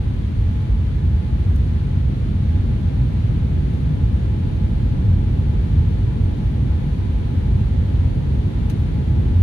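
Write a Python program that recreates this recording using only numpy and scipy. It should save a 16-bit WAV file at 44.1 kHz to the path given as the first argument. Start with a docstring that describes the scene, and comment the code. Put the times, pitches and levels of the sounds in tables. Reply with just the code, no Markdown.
"""A window seat over the wing of an airliner on approach, while the flaps run out.
Turbulent airflow drives the fuselage into a rumble with a few buffets; an engine drones, the vents hiss
and the wake of the flaps grows. Fans add thin tones and the cabin trim ticks now and then.
Two flap drive pumps whine at nearly equal frequencies, beating slowly until the load pulls them apart,
while oil excites the resonances of its pipes and the gears rasp."""
import sys
import numpy as np
from scipy import signal
from scipy.fft import rfft, irfft
from scipy.io import wavfile
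from scipy.ndimage import uniform_filter1d

SR = 44100
rng = np.random.default_rng(int(sys.argv[2]) if len(sys.argv) > 2 else 0)


def store_wav(level_fs):
    """Save 16-bit WAV to argv[1]."""
    pcm = np.round(np.clip(np.atleast_2d(level_fs), -1, 1) * 32767)
    wavfile.write(sys.argv[1], SR, pcm.T.astype(np.int16))


N = 415422
TIME = np.arange(N) / SR
FREQ = np.maximum(np.fft.rfftfreq(N, 1 / SR), 1)
LOAD_ON_S, LOAD_RISE_S = 2.3, 0.17  # the flap drive takes its load


def undb(db):
    """Amplitude ratio of a level in decibels."""
    return 10 ** (np.asarray(db) / 20)


def unit(x):
    """Normalisation to an rms of one."""
    return x / np.sqrt(np.mean(x ** 2))


def swell(middle_s, length_s):
    """Gaussian envelope with a peak of one."""
    return np.exp(-np.minimum((2 * (TIME - middle_s) / length_s) ** 2, 20))


def walk(rate_hz):
    """Slow random modulation: held values, smoothed twice."""
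    hold = max(int(SR / rate_hz), 1)
    steps = np.repeat(rng.standard_normal(N // hold + 1), hold)
    return unit(uniform_filter1d(uniform_filter1d(steps, hold), hold)[:N])


def curve(table):
    """Interpolation on a logarithmic frequency axis."""
    hz, value = np.transpose(table)
    return np.interp(np.log(FREQ), np.log(hz), value)


def stereo_noise(spectrum, gain=1):
    """Spectral shaping of white noise, uncorrelated between the ears, at unit rms."""
    white = rfft(rng.standard_normal((2, N)))
    return unit(irfft(white * undb(curve(spectrum)) * gain, N))


def resonance(hz, width_hz):
    """Magnitude response of a resonator with steep skirts."""
    return 1 / (1 + ((FREQ / hz - hz / FREQ) * hz / width_hz) ** 2 / 2)


def ringing(modes):
    """Random excitation of modes, whose powers add at each ear."""
    power = sum((unit(resonance(hz, width_hz)) * undb(ears_db)[:, None]) ** 2
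                for hz, width_hz, *ears_db in modes)
    return irfft(rfft(rng.standard_normal((2, N))) * np.sqrt(power), N)


def spread(db):
    """Left and right gains for an interaural level difference."""
    return undb(np.array([[1], [-1]]) * db / 2)


def pressure_gain(idle_db, full_db, build_s=2.7):
    """First-order lag: sound power follows the oil pressure, which builds once the load is on."""
    pressure = 1 - np.exp(-np.maximum(TIME - LOAD_ON_S, 0) / build_s)
    return np.sqrt(undb(idle_db) ** 2 * (1 - pressure) + undb(full_db) ** 2 * pressure)


# imbalance of the cabin noise: frequency_hz, left_minus_right_db
CABIN_BALANCE = [(200, -0.5), (340, -1), (470, -6.5), (720, -1), (950, 1), (1100, 1.5), (1650, 4),
                 (2200, 1.5), (3200, 2), (3900, 0.5), (6500, 3), (7400, 1), (8800, 4.5), (11500, 0.5)]
def cabin_balance(pair):
    """Interaural level difference: the window wall and seats favour one side in each band."""
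    return irfft(rfft(pair) * spread(curve(CABIN_BALANCE)), N)


# rumble spectra, common to the ears and differing between them: frequency_hz, relative_db
COMMON_SPECTRUM = [(20, -49), (30, -21), (40, -6.5), (52, -0.5), (72, -1.5), (90, -2), (130, -5.5),
                   (180, -13.5), (215, -13.5), (310, -24.5), (450, -33.5), (580, -40), (800, -45),
                   (1500, -83), (6000, -110)]
SIDE_SPECTRUM = [(25, -35.5), (38, -13.5), (60, -0.5), (92, -3), (150, -4), (195, -11.5), (240, -8.5),
                 (310, -14.5), (480, -18), (650, -20), (820, -26.5), (1500, -68.5), (6000, -95.5)]
# rumble that crosses the seat from the left: frequency_hz, amplitude_share
CROSSING_SHARE = [(60, .15), (150, 0.3), (260, 0.9), (520, .55), (800, 0.1)]
# swells and lulls of the airflow: middle_s, length_s, change_db
AIRFLOW_SWELLS = [(0.098, 3.1, -2), (1.85, 0.56, -1), (3.2, 1.7, -0.25), (5.302, 2.5, 0.5),
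                  (7.047, 0.64, -1.5), (9.256, 0.28, 1)]
def rumble(airflow_db=-17.5, side_db=-15):
    """Turbulence forces the skin to vibrate; long waves reach both ears alike, shorter the left first."""
    drive, independent = rfft(rng.standard_normal((2, N)))
    share = np.clip(curve(CROSSING_SHARE), 0, 1)
    common = unit(irfft(drive * undb(curve(COMMON_SPECTRUM)), N))
    # in a travelling wave the difference leads the sum by a quarter cycle
    gradient = 1j * share * drive + np.sqrt(1 - share ** 2) * independent
    side = undb(side_db) * unit(irfft(gradient * undb(curve(SIDE_SPECTRUM)), N))
    gust_db = sum(db * swell(middle_s, length_s) for middle_s, length_s, db in AIRFLOW_SWELLS)
    return np.array([common + side, common - side]) * undb(airflow_db + gust_db)


def engine(pitch_hz=88, width_hz=8.8, level_db=-27):
    """Narrow-band noise: the engine shaft drones inside the rumble."""
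    band = rfft(rng.standard_normal(N)) * resonance(pitch_hz, width_hz)
    return unit(irfft(band, N)) * undb(level_db)


# air from the vents: frequency_hz, relative_db
VENT_SPECTRUM = [(900, 1.5), (1100, 0), (1500, -1), (2300, -2.5), (2620, -5), (2900, -4.5), (3600, -5.5),
                 (4350, -9), (5200, -18), (6400, -18), (7700, -24.5), (9200, -21.5), (11800, -25.5),
                 (12600, -31), (13100, -46), (14000, -65)]
def vents(level_db=-47, rise_db_per_s=0.0664, waver_db=0.23, low_edge_hz=800):
    """Incoherent sources: many outlets sum to a hiss that wavers slightly with the flow."""
    low_cut = 1 / np.sqrt(1 + (low_edge_hz / FREQ) ** 8)
    hiss = stereo_noise(VENT_SPECTRUM, low_cut)
    return hiss * undb(level_db + rise_db_per_s * TIME + waver_db * walk(10))


# air duct modes: frequency_hz, width_hz, left_db, right_db
DUCT_RESONANCES = [(533, 45, -57.5, -64), (1330, 88, -68, -75), (1694, 35, -73.5, -68),
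                   (2980, 460, -68.5, -70)]
def ducts():
    """Resonance: the air ducts ring with steady bands of noise."""
    return ringing(DUCT_RESONANCES)


# tones of cabin fans and electrics: pitch_hz, left_db, right_db
FAN_PARTIALS = [(1976, -70, -67), (2167, -72, -83), (2358, -69, -73), (4334, -81, -84), (8876, -80, -88),
                (9878, -84, -95), (10411, -88, -88), (10610, -88, -87), (11984, -90, -90)]
def fans(pitch_wander=.0004, flutter_depth=.17):
    """Amplitude modulation: moving air makes each thin tone waver differently at each ear."""
    out = np.zeros((2, N))
    uneven_time = np.cumsum(1 + pitch_wander * walk(4)) / SR
    for hz, *ears_db in FAN_PARTIALS:
        for ear, db in enumerate(ears_db):
            tone = np.sin(2 * np.pi * (hz * uneven_time + rng.random()))
            out[ear] += np.sqrt(2) * undb(db) * tone * (1 + flutter_depth * walk(4.5))
    return out


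# trim modes: frequency_hz, width_hz, relative_db
TRIM_RESONANCES = [(1750, 400, 3), (2600, 550, 5.5), (4000, 700, 1.5), (6100, 1000, -2), (9300, 1100, -1.5),
                   (12100, 800, -2)]
# slips of the trim: start_s, level_db, t60_s, low_edge_hz, left_minus_right_db
TRIM_SLIPS = [(1.559, -48.5, .05, 6000, 1), (1.583, -61, .04, 7000, 1), (3.0165, -64.5, .15, 4000, 2),
              (3.735, -59.5, .3, 1800, 2), (3.8, -64, .15, 3000, 2), (6.2437, -59, .03, 8000, 3),
              (8.6975, -40.3, .085, 1000, 2), (8.7954, -58, .05, 9000, 4)]
def trim_ticks(attack_s=0.00035):
    """Stick-slip: plastic trim gives way in short crackles, coloured by its resonances."""
    out = np.zeros((2, N))
    body = sum(resonance(hz, width_hz) * undb(db) for hz, width_hz, db in TRIM_RESONANCES)
    crackle = irfft(rfft(rng.standard_normal((2, N))) * body, N)
    age = np.arange(SR // 2) / SR
    for start_s, db, t60_s, low_edge_hz, pan_db in TRIM_SLIPS:
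        span = slice(int(start_s * SR), int(start_s * SR) + len(age))
        high_pass = signal.butter(2, low_edge_hz, "high", fs=SR, output="sos")
        burst = unit(signal.sosfilt(high_pass, crackle[:, span]))
        envelope = (1 - np.exp(-age / attack_s)) * np.exp(-np.log(1000) * age / t60_s)
        out[:, span] += burst * envelope / envelope.max() * undb(db) * spread(pan_db)
    return out


# blows of rough air: middle_s, length_s, pitch_hz, peak_db
EDDY_BLOWS = [(0.73, 0.088, 51.9, -16), (1.09, 0.12, 88.1, -16), (1.15, 0.061, 71, -15),
              (2.535, 0.35, 91.3, -16.5), (3.008, .06, 62, -12), (3.022, 0.073, 120.5, -16.5),
              (3.279, 0.088, 115.1, -13.5), (3.636, 0.057, 155, -18), (3.898, .06, 144.9, -18),
              (4.146, .06, 73, -12), (5.09, 0.086, 94.3, -11), (5.5, 0.081, 66.1, -16),
              (5.785, .08, 79.65, -13.5), (5.82, .05, 122.8, -16), (6.218, 0.053, 123.3, -16),
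              (6.642, 0.098, 100, -15.5), (6.867, 0.058, 147.4, -18.5), (7.533, .09, 51.6, -17.5),
              (9.205, 0.053, 90, -13.5), (9.385, 0.1, 87, -11.5)]
def buffets(pitch_wander=.05):
    """Transient excitation: eddies knock the fuselage, which booms briefly."""
    out = 0
    uneven_time = np.cumsum(1 + pitch_wander * walk(30)) / SR
    for middle_s, length_s, hz, db in EDDY_BLOWS:
        boom = np.sin(2 * np.pi * (hz * uneven_time + rng.random()))
        out += boom * swell(middle_s, length_s) * undb(db)
    return out


# wake of the flaps: frequency_hz, relative_db
WAKE_SPECTRUM = [(150, -19), (260, 1.5), (340, 2), (450, -6.5), (570, -17), (680, -12), (900, -24.5),
                 (1500, -49)]
def wake(final_db=-41.5, growth_exponent=0.96):
    """Flow separation: air breaks off the flaps with a soft roar that grows as they run out."""
    return stereo_noise(WAKE_SPECTRUM) * undb(final_db) * (TIME / TIME[-1]) ** growth_exponent


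# rasp of the flap gears: frequency_hz, relative_db
GEAR_SPECTRUM = [(500, -25), (1200, 3), (2800, 0.5), (4200, -10), (6000, -19.5), (11000, -23), (13500, -51)]
def gears(start_s=2.42, settle_s=2.8, level_db=-55.5, chatter_db=2.0):
    """Modulated noise: the gears rasp unevenly once the slack is taken up, and settle as they run in."""
    age = np.maximum(TIME - start_s, 0)
    envelope = np.minimum(age / LOAD_RISE_S, 1) * np.exp(-age / settle_s)
    return stereo_noise(GEAR_SPECTRUM) * envelope * undb(level_db + chatter_db * walk(22))


def motor(pitch_hz=988.3, ears_db=(-65, -67.5), pitch_wander=.003, flutter_db=2.8):
    """Frequency modulation: a fluttering motor tone wavers more in pitch as the oil pressure builds."""
    depth = pitch_wander * pressure_gain(idle_db=-30, full_db=0)
    hz = pitch_hz * (1 + depth * np.array([walk(14), walk(14)]))
    db = np.array(ears_db)[:, None] + flutter_db * walk(4.5)
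    tone = np.sqrt(2) * np.sin(2 * np.pi * np.cumsum(hz, axis=1) / SR)
    return tone * undb(db) * pressure_gain(idle_db=0, full_db=2)


# swells of the motor tone, a short hum and a short note: middle_s, length_s, pitch_hz, peak_db
BRIEF_TONES = [(.55, .7, 460, -51), (.95, .3, 988, -63), (2.95, .55, 792, -56.5), (3.05, .5, 987, -63)]
def brief_tones():
    """Gaussian tone bursts: the motor's 988 Hz swells twice; a 460 Hz hum and a 792 Hz note pass."""
    out = 0
    for middle_s, length_s, hz, db in BRIEF_TONES:
        offset_cycles = rng.random((2, 1)) / 4
        out += undb(db) * swell(middle_s, length_s) * np.sin(2 * np.pi * (hz * TIME + offset_cycles))
    return out


# oil pipe modes, before the pressure gain: frequency_hz, width_hz, left_db, right_db
PIPE_RESONANCES = [(357, 73, -51.5, -46), (487, 46, -54.5, -54.5), (825, 220, -60.5, -57.5),
                   (960, 40, -56, -61.5)]
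def oil():
    """Flow-excited resonance: rushing oil rings the pipes, louder under load."""
    return ringing(PIPE_RESONANCES) * pressure_gain(idle_db=-15, full_db=1.5)


def whine(hz, octave_db=-18, jitter_rad=.14, flutter_db=1.1):
    """A fundamental and weak second harmonic, trembling in phase and amplitude."""
    ear_phase = np.array([[0], [np.pi / 2]])  # the right ear sits a quarter wave away
    phase = 2 * np.pi * np.cumsum(hz) / SR + ear_phase + jitter_rad * walk(25)
    wave = np.sin(phase) + undb(octave_db) * np.sin(2 * phase)
    return np.sqrt(2) * wave * undb(flutter_db * walk(9))


# the pumps ease before the load, then sag and grow louder as the flaps break loose or bind:
# middle_s, length_s, sag_hz, gain_db
PUMP_STRAINS = [(.62, .5, 0, 2.5), (2.25, .3, 0, -5), (2.56, 0.25, 2.9, 4), (3.1, 1, .65, 0),
                (6.5, 1.1, 1, .7), (9.0, .22, 2.6, 3.5)]
# pitch of each pump: idle_hz, loaded_hz, load_lead_s
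PUMP_TUNING = [(855.3, 844.75, 0), (853.7, 851.43, .15)]
# level of each pump, idle and at full pressure: idle_left_db, idle_right_db, full_left_db, full_right_db
PUMP_EAR_LEVELS = [(-59, -55.5, -51, -62), (-60, -56, -58, -55)]
def pumps(wander_hz=.25):
    """Beats: two pumps idle almost in tune; load slows one more, so the beat quickens and wavers."""
    sag_hz = sum(hz * swell(middle_s, length_s) for middle_s, length_s, hz, _ in PUMP_STRAINS)
    strain_db = sum(db * swell(middle_s, length_s) for middle_s, length_s, _, db in PUMP_STRAINS)
    out = 0
    for (idle_hz, loaded_hz, lead_s), levels_db in zip(PUMP_TUNING, PUMP_EAR_LEVELS):
        load = np.clip((TIME + lead_s - LOAD_ON_S) / LOAD_RISE_S, 0, 1)
        idle_db, full_db = np.reshape(levels_db, (2, 2, 1))
        hz = idle_hz + (loaded_hz - idle_hz + wander_hz * walk(8)) * load - sag_hz
        out += whine(hz) * pressure_gain(idle_db, full_db) * undb(strain_db)
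    return out


def scene():
    """Superposition: airflow and cabin sounds all round, the flap drive under the floor."""
    flap_drive = pumps() + oil() + brief_tones() + motor() + gears()
    air = cabin_balance(rumble() + wake() + vents())
    return air + ducts() + buffets() + engine() + flap_drive + fans() + trim_ticks()


def record(dry, fade_s=.004, cutoff_hz=14300):
    """Band limiting: a steep low-pass filter follows a quick fade-in."""
    low_pass = signal.ellip(8, .2, 70, cutoff_hz, fs=SR, output="sos")
    return signal.sosfilt(low_pass, dry * np.minimum(TIME / fade_s, 1))


dry = scene()
out = record(dry)
store_wav(out)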